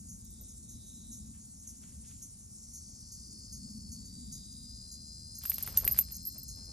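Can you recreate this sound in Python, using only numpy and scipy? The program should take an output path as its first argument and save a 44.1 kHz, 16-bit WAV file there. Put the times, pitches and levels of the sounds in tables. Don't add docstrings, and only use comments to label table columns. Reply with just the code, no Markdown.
import sys
import numpy as np
from scipy import signal
from scipy.fft import rfft, irfft, next_fast_len
from scipy.io import wavfile
from scipy.ndimage import uniform_filter1d

SR = 44100
rng = np.random.default_rng(int(sys.argv[2]) if len(sys.argv) > 2 else 0)


def wrap_up_sound(samples):
    columns = np.atleast_2d(samples).T
    tamed = np.clip(columns, -1, 1)
    steps = np.round(tamed * 32767).astype(np.int16)
    wavfile.write(sys.argv[1], SR, steps)


N = 296352


def gain_of(db):
    return 10 ** (np.asarray(db) / 20)


def unit_rms(x):
    return x / np.sqrt(np.mean(x ** 2) + 1e-20)


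def slow_noise(count, size, passes=1):
    x = rng.standard_normal(count)
    for _ in range(passes):
        x = uniform_filter1d(x, size=size)
    return unit_rms(x)


def pan(left_db):
    return gain_of(left_db * np.array([[.5], [-.5]]))


def read(points, hz):
    f, value = np.transpose(points)
    return np.interp(np.log(hz + 1), np.log(f + 1), value)


def add(mix, start_s, sound):
    part = mix[round(start_s * SR):][:len(sound)]
    part += sound[:len(part)]


def coloured(x, points, tilt_db=0):
    hz = abs(np.fft.fftfreq(2048, 1 / SR))
    log_gain = np.log(gain_of(read(points, hz) + tilt_db * np.log2((hz + 200) / 2000)))
    response = np.fft.ifft(np.exp(np.conj(signal.hilbert(log_gain)))).real[:1024]
    return signal.oaconvolve(x, response)[:len(x)]


# f/Hz, coherence
COHERENCE = [(60, 0.99), (200, 0.91), (600, 0.25), (1500, 0.03), (3000, 0.69), (5000, 0.25), (7000, 1),
             (8200, 1), (12000, 0.99)]
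# f/Hz, left-minus-right level/dB
BALANCE = [(60, 0), (180, 2), (550, 1), (1650, 0.5), (4970, 2), (15000, -1.5)]
def wide_noise(field_db, size, patchy_db):
    hz = np.fft.rfftfreq(size, 1 / SR)
    t = np.arange(4 * N // size + 5) * size / 4 / SR
    a, b, c, d, patches = rng.standard_normal((len(t), len(hz), 5)).T
    patches = unit_rms(uniform_filter1d(uniform_filter1d(patches, size=8, axis=0), size=16, axis=1))
    coherence = read(COHERENCE, hz)[:, None]
    left = a + 1j * b
    right = coherence * left + np.sqrt(1 - coherence ** 2) * (c + 1j * d)
    spectra = np.array([left, right]) * pan(read(BALANCE, hz))[:, :, None]
    spectra *= gain_of(field_db(hz[:, None], t) + patchy_db * patches)
    return unit_rms(signal.istft(spectra, nperseg=size, noverlap=size * 3 // 4)[1][:, :N])


# f/Hz, relative level/dB
TOWN_SPECTRUM = [(12, -47), (20, -28), (36, -25.5), (53, 7.5), (69, 3.5), (87, -6.5), (118, 1),
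                 (143, -11.5), (210, -2), (265, -12.5), (295, -19), (381, -26.5), (572, -35), (1400, -41.5),
                 (3300, -49), (4290, -63), (7260, -120)]
# t/s, level/dB, hump near 215 Hz/dB
BASS_SWELLS = [(0, -54.5, 2.5), (.54, -51, -9.5), (1.15, -50.5, -2.5), (1.5, -54, -3), (3.3, -51.5, -10),
               (3.7, -51.5, -1), (4, -50, 1.5), (4.7, -51.5, -5.5), (5.45, -51, -12), (5.8, -41.5, -14.5),
               (6.3, -53, -3.5), (6.72, -47.5, -12.5)]
def rumble():
    times, level_db, hump_db = np.transpose(BASS_SWELLS)
    def field(hz, t):
        swell = (np.interp(t, times, level_db) - level_db.mean()) / (1 + (hz / 450) ** 4)
        hump = (np.interp(t, times, hump_db) - hump_db.mean()) * np.exp(-((hz - 215) / 80) ** 2)
        return read(TOWN_SPECTRUM, hz) + swell + hump
    return gain_of(level_db.mean()) * wide_noise(field, size=2048, patchy_db=1.48)


# f/Hz, relative level/dB
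CHORUS_SPECTRUM = [(2800, -109), (3300, -24), (4200, -12.5), (5200, -4.5), (6300, 1.5), (7500, 6),
                   (8500, 9.5), (10000, -5.5), (12000, -13.5), (13400, -10.5), (14300, -60)]
def chorus():
    def field(hz, t):
        return read(CHORUS_SPECTRUM, hz) + np.sin(2 * np.pi * 16 * t)
    return gain_of(-53) * wide_noise(field, size=512, patchy_db=2)


# t/s, level before filtering/dB, duration/s
RASP_STROKES = [(0.083, -45, 0.079), (0.476, -45.5, 0.024), (0.686, -44.5, 0.058), (0.856, -50.5, 0.17),
                (1.11, -42, 0.068), (1.584, -51.5, 0.081), (1.6656, -40.5, 0.045), (2.073, -51, 0.067),
                (2.217, -36.5, 0.013), (2.73, -40.5, 0.054), (3.112, -42, 0.047), (3.52, -38, 0.028),
                (3.698, -49, 0.025), (3.914, -39, 0.025), (4.049, -50, 0.037), (4.316, -39.5, 0.059),
                (4.515, -48, 0.028), (4.91, -40.5, 0.031), (5.344, -40.5, 0.042), (5.76, -36, 0.018),
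                (6.136, -37.5, 0.029), (6.478, -37, 0.029)]
# f/Hz, gain/dB
RASP_SPECTRUM = [(4500, -43.5), (5600, 0), (6600, 9), (7600, -3), (9000, -1), (11000, -3), (13500, -13.5),
                 (14500, -62)]
def rasps():
    out, t = np.zeros(N), np.arange(SR // 4) / SR
    teeth = 0.45 + np.exp(-(t * 205 % 1) / 0.044)
    rise = np.clip(t / 0.0099, 0, 1)
    echo = 0.46 * gain_of(-60 * t / 0.21)
    for start, db, length in RASP_STROKES:
        stroke = 1 / (1 + np.exp((t - length) / 0.015))
        add(out, start, gain_of(db) * rng.standard_normal(len(t)) * rise * (teeth * stroke + echo))
    return coloured(out, RASP_SPECTRUM)


# t/s, duration/s, level/dB, centre f/Hz
FAR_CALLS = [(0.123, 0.56, -74, 3760), (0.503, 0.93, -67.5, 3850), (1.33, 0.31, -77, 4520),
             (3.854, 1.16, -68, 3866)]
def far_cicada():
    out = np.zeros(N)
    for start, length, db, hz in FAR_CALLS:
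        t = np.arange(0, length, 1 / SR)
        blur = signal.lfilter(*signal.butter(2, 173, fs=SR), rng.standard_normal((2, len(t))))
        band = ((blur[0] + 1j * blur[1]) * np.exp(2j * np.pi * hz * t)).real
        pulses = 1 + 0.059 * np.cos(2 * np.pi * 67 * t)
        add(out, start, gain_of(db) * unit_rms(band * pulses) * signal.windows.tukey(len(t), 0.89))
    return out


# f/Hz, relative level/dB, share of the blow's T60
BELL_MODES = [(12145, 0, 1), (11850, -22, .7), (12400, -17, .7), (12960, 0, 1)]
def shell_ring(t, upper_db, t60, free_s):
    hz, mode_db, t60_share = np.transpose(BELL_MODES)[:, :, None]
    detune, phase = rng.standard_normal((2, len(BELL_MODES), 1))
    mode_db = mode_db + np.array([[0], [0], [0], [upper_db]])
    decay = gain_of(mode_db - 60 * t / (t60_share * t60))
    modes = decay * np.sin(2 * np.pi * hz * (1 + 0.0024 * detune) * t + 3 * phase)
    attack = np.clip(t / 0.00041, 0, 1)
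    damping = np.clip(1 - (t - free_s) / 0.0034, .03, 1)
    return modes.sum(0) * attack * damping


# t/s, level/dB, relative level of the fourth mode/dB, T60/s, free ringing/s
PELLET_BLOWS = [(0.2458, -54, -18, .08, .015), (0.3052, -56, -9, .08, .015),
                (0.411, -44.5, -23, .08, 0.026), (5.3866, -37.5, -16, .1, 0.0042),
                (5.4255, -52, -15, .06, .01), (5.4365, -36, -9, .04, 0.0092), (5.4545, -35, -8, .1, 0.0035),
                (5.458, -29.5, -8, 0.069, .014), (5.472, -40, -10, .3, .011), (5.4824, -39, -12, .1, .013),
                (5.4974, -19, -25, 0.092, .008), (5.5054, -27, -10, 0.035, .012),
                (5.522, -42, -15, .2, .012), (5.5354, -36, -17, .2, .006), (5.5412, -28.5, -15, .3, .003),
                (5.544, -28, -19, 0.045, .012), (5.5574, -35, -12, 0.058, 0.016),
                (5.5827, -30, -12, 0.027, .004), (5.587, -40, -14, .1, .008), (5.604, -42, -12, .03, .005),
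                (5.6256, -26.5, -15, 0.058, 0.0055), (5.6332, -22.5, -11, 0.018, 0.0046),
                (5.663, -36, -2, .08, .011), (5.6755, -37, -6, .05, .005), (5.6814, -37, -8, .1, 0.017),
                (5.703, -45, -10, .1, 0.016), (5.7239, -44.5, 2, .05, 0.0098),
                (5.7743, -12.5, -16, 0.049, 0.0096), (5.7844, -18.5, -20, 0.049, .015),
                (5.8014, -29, -14, 0.061, .018), (5.8215, -36, -12, .06, 0.0095),
                (5.8502, -20, -7, 0.032, .004), (5.854, -33, -3, .05, .009), (5.864, -36, -2, .3, 0.006),
                (5.8775, -16, -11, 0.055, 0.04), (5.912, -24, -20, 0.22, 0.0083),
                (5.9209, -20, -18, .07, .009), (5.931, -30, -7, .2, 0.0046), (5.9645, -40, -8, .02, .004),
                (5.9774, -34, -6, .2, .004), (5.982, -28, -10, .1, 0.003), (5.9884, -7.5, -22, 0.016, .005),
                (5.9945, -19, -20, 0.063, 0.014), (6.0105, -23, -13, 0.062, 0.02),
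                (6.048, -51, -12, .2, .008), (6.114, -47, -2, .2, .007), (6.1214, -36, -7, .2, .006),
                (6.127, -33, -8, .04, .007), (6.1515, -40, -10, .05, .005),
                (6.166, -37.5, -16, 0.037, .007), (6.2235, -55, -12, .1, .006),
                (6.231, -51, -12, .1, 0.0089), (6.2527, -31, -15, .04, 0.0099),
                (6.262, -38, -16, 0.33, .009), (6.2713, -28, -10, 0.099, 0.021), (6.3, -55, -8, .2, .012),
                (6.319, -53, 2, .1, .012), (6.342, -51, -10, .04, 0.0077), (6.381, -38.5, -27, 0.12, .022),
                (6.4315, -40, -12, .08, .008), (6.4808, -49, -14, 0.035, .006),
                (6.4957, -54, -14, .05, .006), (6.558, -50, -9, .03, .004), (6.6574, -57, -12, .04, .003)]
# f/Hz, gain/dB
TICK_SPECTRUM = [(2000, -58), (5000, -22.5), (8000, -1), (10000, -4), (13200, 2), (14300, -34),
                 (16500, -106)]
def bell():
    rings, ticks, t = np.zeros(N), np.zeros(N), np.arange(SR // 5) / SR
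    firm_db, tick_t60 = -27.5, .011
    for start, db, upper_db, t60, free_s in PELLET_BLOWS:
        add(rings, start, gain_of(db) * shell_ring(t, upper_db, t60, free_s))
        tick_db = db + 3 - 0.21 * max(db - firm_db, 0) - 0.34 * max(firm_db - db, 0)
        add(ticks, start, gain_of(tick_db - 60 * t / tick_t60) * rng.standard_normal(len(t)))
    return rings + coloured(ticks, TICK_SPECTRUM)


# t/s, level before filtering/dB, T60/s, tilt/(dB per octave)
SCUFF_STROKES = [(0.39, -62, 0.14, -16.5), (1.24, -59, 0.21, 3), (1.33, -55.5, 0.38, 2.5),
                 (1.631, -61.5, 0.84, 5), (1.808, -53.5, 0.75, 3), (1.875, -64, .3, 6),
                 (2.029, -58, 1, 8.5), (2.088, -48, 0.13, 4), (3.658, -56, 0.11, -11),
                 (5.41, -49.5, 0.59, 11), (5.505, -52, 0.62, 11.5), (5.58, -43, 0.32, 7),
                 (5.65, -42, 0.34, 8), (5.74, -40.5, 0.49, 4), (5.843, -52, 0.15, -15.5),
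                 (5.935, -40.5, 0.33, 4), (6.084, -50.5, 0.37, -1), (6.34, -48.5, 0.16, -5.5),
                 (6.555, -57, 0.68, -7.5), (6.665, -56.5, 0.37, -11.5)]
# f/Hz, gain/dB
SCUFF_SPECTRUM = [(250, -12), (600, -5.5), (1300, -7.5), (2500, -7), (3500, -9.5), (5000, -15), (9000, -13),
                  (14000, -62)]
def scuffs():
    out, t = np.zeros(N), np.arange(SR // 3) / SR
    rise = np.clip(t / 0.025, 0, 1)
    for start, db, t60, tilt_db in SCUFF_STROKES:
        grit = rng.standard_normal(len(t)) * gain_of(2.5 * slow_noise(len(t), size=200))
        add(out, start, gain_of(db - 60 * t / t60) * rise * coloured(grit, SCUFF_SPECTRUM, tilt_db))
    return out


# t/s, muscle pulse rate/Hz, drum f/Hz, roughness
WIND_UP = [(2.35, 55.8, 4100, 1.2), (2.6, 57.05, 4180, 1), (2.83, 60, 4300, .8), (2.98, 60.3, 4390, .7),
           (3.12, 63.2, 4450, .5), (3.3, 64.1, 4480, .35), (3.56, 66.5, 4535, .3), (3.85, 70.4, 4650, .3),
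           (4.04, 72.9, 4725, .3), (4.25, 74, 4880, .3), (4.52, 75.5, 4910, .24), (5, 78.5, 4935, .12),
           (5.48, 81.3, 4978, .1), (5.96, 83.35, 5032, .1), (6.72, 85, 5050, .1)]
# frequency ratio, level/dB,
# end of rise t/s, start of fall t/s, rise/(dB/s), fall/(dB/s), share of the sweep
DRUM_BANDS = [(1.45, -58, 2.6, 2.92, 34, 58, 1.3), (1.2, -61, 3.03, 3.44, 45, 39, 1.2),
              (1.31, -58.5, 2.46, 3.3, 21, 55, 1.3), (1.17, -66.5, 4.85, 5.4, 40, -3, 0.42),
              (1.102, -55.5, 3.34, 3.78, 24, 26, 0.74), (0.999, -51.5, 4.72, 7, 12.5, 6, 1.4),
              (1.01, -62, 3.18, 3.6, 44, 30, 1.3), (.962, -57.5, 3.82, 4.14, 28, 19, 0.37),
              (0.841, -61, 4.86, 4.6, 32, -2.5, 0.58)]
def cicada():
    times, *columns = np.transpose(WIND_UP)
    start = times[0]
    t = np.arange(start, times[-1], 1 / SR)
    pulse_hz, drum_hz, roughness = (np.interp(t, times, column) for column in columns)
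    unsettled = np.exp((start - t) / 0.64)
    sweep_rad, throb_depth = 0.78 + 3.1 * unsettled, .55 + .6 * unsettled
    pulse_count = np.cumsum(pulse_hz) / SR
    out, song = np.zeros(N), np.zeros(len(t))
    for k, (ratio, db, full_s, until_s, rise, fall, share) in enumerate(DRUM_BANDS):
        jitter_rad = 1.74 * roughness * slow_noise(len(t), size=110, passes=2)
        waver_db = 1.1 * slow_noise(len(t), size=1500, passes=2)
        wander_hz = 16 * roughness * slow_noise(len(t), size=1500, passes=2)
        slip = 2.2 * slow_noise(len(t), size=5000, passes=2)
        pulse = 2 * np.pi * (pulse_count + 0.349 * k)
        throb = unit_rms(1 + throb_depth * np.cos(pulse) + 0.31 * np.cos(2 * pulse + slip))
        carrier = 2 * np.pi * np.cumsum(ratio * drum_hz + wander_hz) / SR
        tone = np.cos(carrier + share * sweep_rad * np.cos(pulse + 0.46 * slip) + jitter_rad)
        fade_db = rise * np.maximum(full_s - t, 0) + fall * np.maximum(t - until_s, 0)
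        song += gain_of(db + waver_db - fade_db) * throb * tone
    add(out, start, song * np.clip((t - start) / 0.44, 0, 1))
    return out * pan(left_db=5.5)


# t/s, level before filtering/dB, boosted band/(octaves above 1 kHz)
EAR_SLAPS = [(5.413, -60, 0.73), (5.419, -57, .5), (5.435, -54, 0.9), (5.441, -48, -0.2),
             (5.454, -39, 0.91), (5.493, -52, -.3), (5.508, -46, 1.5), (5.518, -38, 1.3),
             (5.583, -35.5, 0.75), (5.61, -43.5, 1.1), (5.632, -52, 1.5), (5.646, -48, 1.6),
             (5.676, -34, 1.03), (5.744, -45, 0.073), (5.7727, -32, 2.2), (5.845, -34.5, .2),
             (5.868, -43, 0.84), (5.877, -28, 1.3), (5.946, -46.5, 0.82), (5.964, -46, 0.65),
             (5.975, -40, 1), (5.988, -33, 1.4), (6.086, -53.5, 1.2), (6.107, -55, 1.3)]
# f/Hz, gain/dB
SLAP_SPECTRUM = [(200, -13), (700, 0.5), (1500, 1.5), (3000, -1.5), (7000, 4), (12000, 9), (13600, -1),
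                 (14600, -20), (16500, -28)]
def flaps():
    out, t = np.zeros(N), np.arange(2000) / SR
    hz = np.geomspace(200, 16500, num=40)
    decay = gain_of(-60 * t / 0.0071) + 0.067 * gain_of(-60 * t / 0.13)
    for start, db, octave in EAR_SLAPS:
        slap = (rng.standard_normal(len(t)) + 4 * (t == 0)) * decay
        boost_db = 6.5 * np.exp(-((np.log2(hz / 1000) - octave) / 0.92) ** 2)
        spectrum = np.transpose([hz, read(SLAP_SPECTRUM, hz) + boost_db])
        add(out, start, gain_of(db) * coloured(slap, spectrum))
    return out


# centre t/s, level/dB, half duration/s
TOP_MODE_PINGS = [(5.43, -64, .02), (5.458, -57, .006), (5.486, -47, .007), (5.54, -63, .025),
                  (5.584, -40, .003), (5.603, -62, .005), (5.774, -43, .003), (5.876, -50, .006),
                  (5.989, -49, .003)]
def pings(mode_hz=15940):
    out = np.zeros(N)
    for centre, db, half in TOP_MODE_PINGS:
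        t = np.arange(0, 2 * half, 1 / SR)
        envelope = np.hanning(len(t)) * (1 + .5 * slow_noise(len(t), size=40))
        add(out, centre - half, gain_of(db) * envelope * np.sin(2 * np.pi * mode_hz * t))
    return out


# f/Hz, relative level/dB
FUR_SPECTRUM = [(120, -38), (300, -11), (600, -13.5), (1200, -18.5), (3000, -30), (8000, -46)]
def fur(fastest_s=5.78, width_s=0.14):
    whirl = np.exp(-.5 * ((np.arange(N) / SR - fastest_s) / width_s) ** 2)
    lumps = gain_of(5.9 * slow_noise(N, size=250))
    flutter = coloured(rng.standard_normal(N), FUR_SPECTRUM) * lumps
    return gain_of(-59) * unit_rms(flutter) * whirl


def yard_echo(x, t60=0.16):
    t = np.arange(2500) / SR
    taps = rng.standard_normal((2, len(t))) * gain_of(-60 * t / t60) * (t > .001)
    return signal.oaconvolve(x[None], taps / np.linalg.norm(taps[0]), axes=1)[:, :N]


def scene():
    jingle = bell() + pings()
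    rustle = flaps() + scuffs() + fur()
    insects = rasps() + far_cicada()
    echo = yard_echo(gain_of(-21) * jingle + gain_of(-12) * rustle + gain_of(-9) * insects)
    cat = (jingle + rustle) * pan(left_db=0.1)
    return cat + insects + echo + cicada() + chorus() + rumble()


# f/Hz, lead of the left port/rad
PORT_LEAD = [(4000, 0.1), (5100, .9), (5860, -.1), (6900, -1.4), (8180, -3.14), (9300, -4.3), (11370, -6.3),
             (12750, -7.3), (14800, -9.4), (17000, -11)]
def record(dry):
    size = next_fast_len(N + 4096)
    turn = read(PORT_LEAD, np.fft.rfftfreq(size, 1 / SR)) / 2
    ported = irfft(rfft(dry, size) * np.exp(1j * np.array([turn, -turn])), size)[:, :N]
    low_pass = signal.firwin(511, cutoff=16800, window=("kaiser", 9), fs=SR)
    return signal.oaconvolve(ported, low_pass[None], "same")


dry = scene()
out = record(dry)
wrap_up_sound(out)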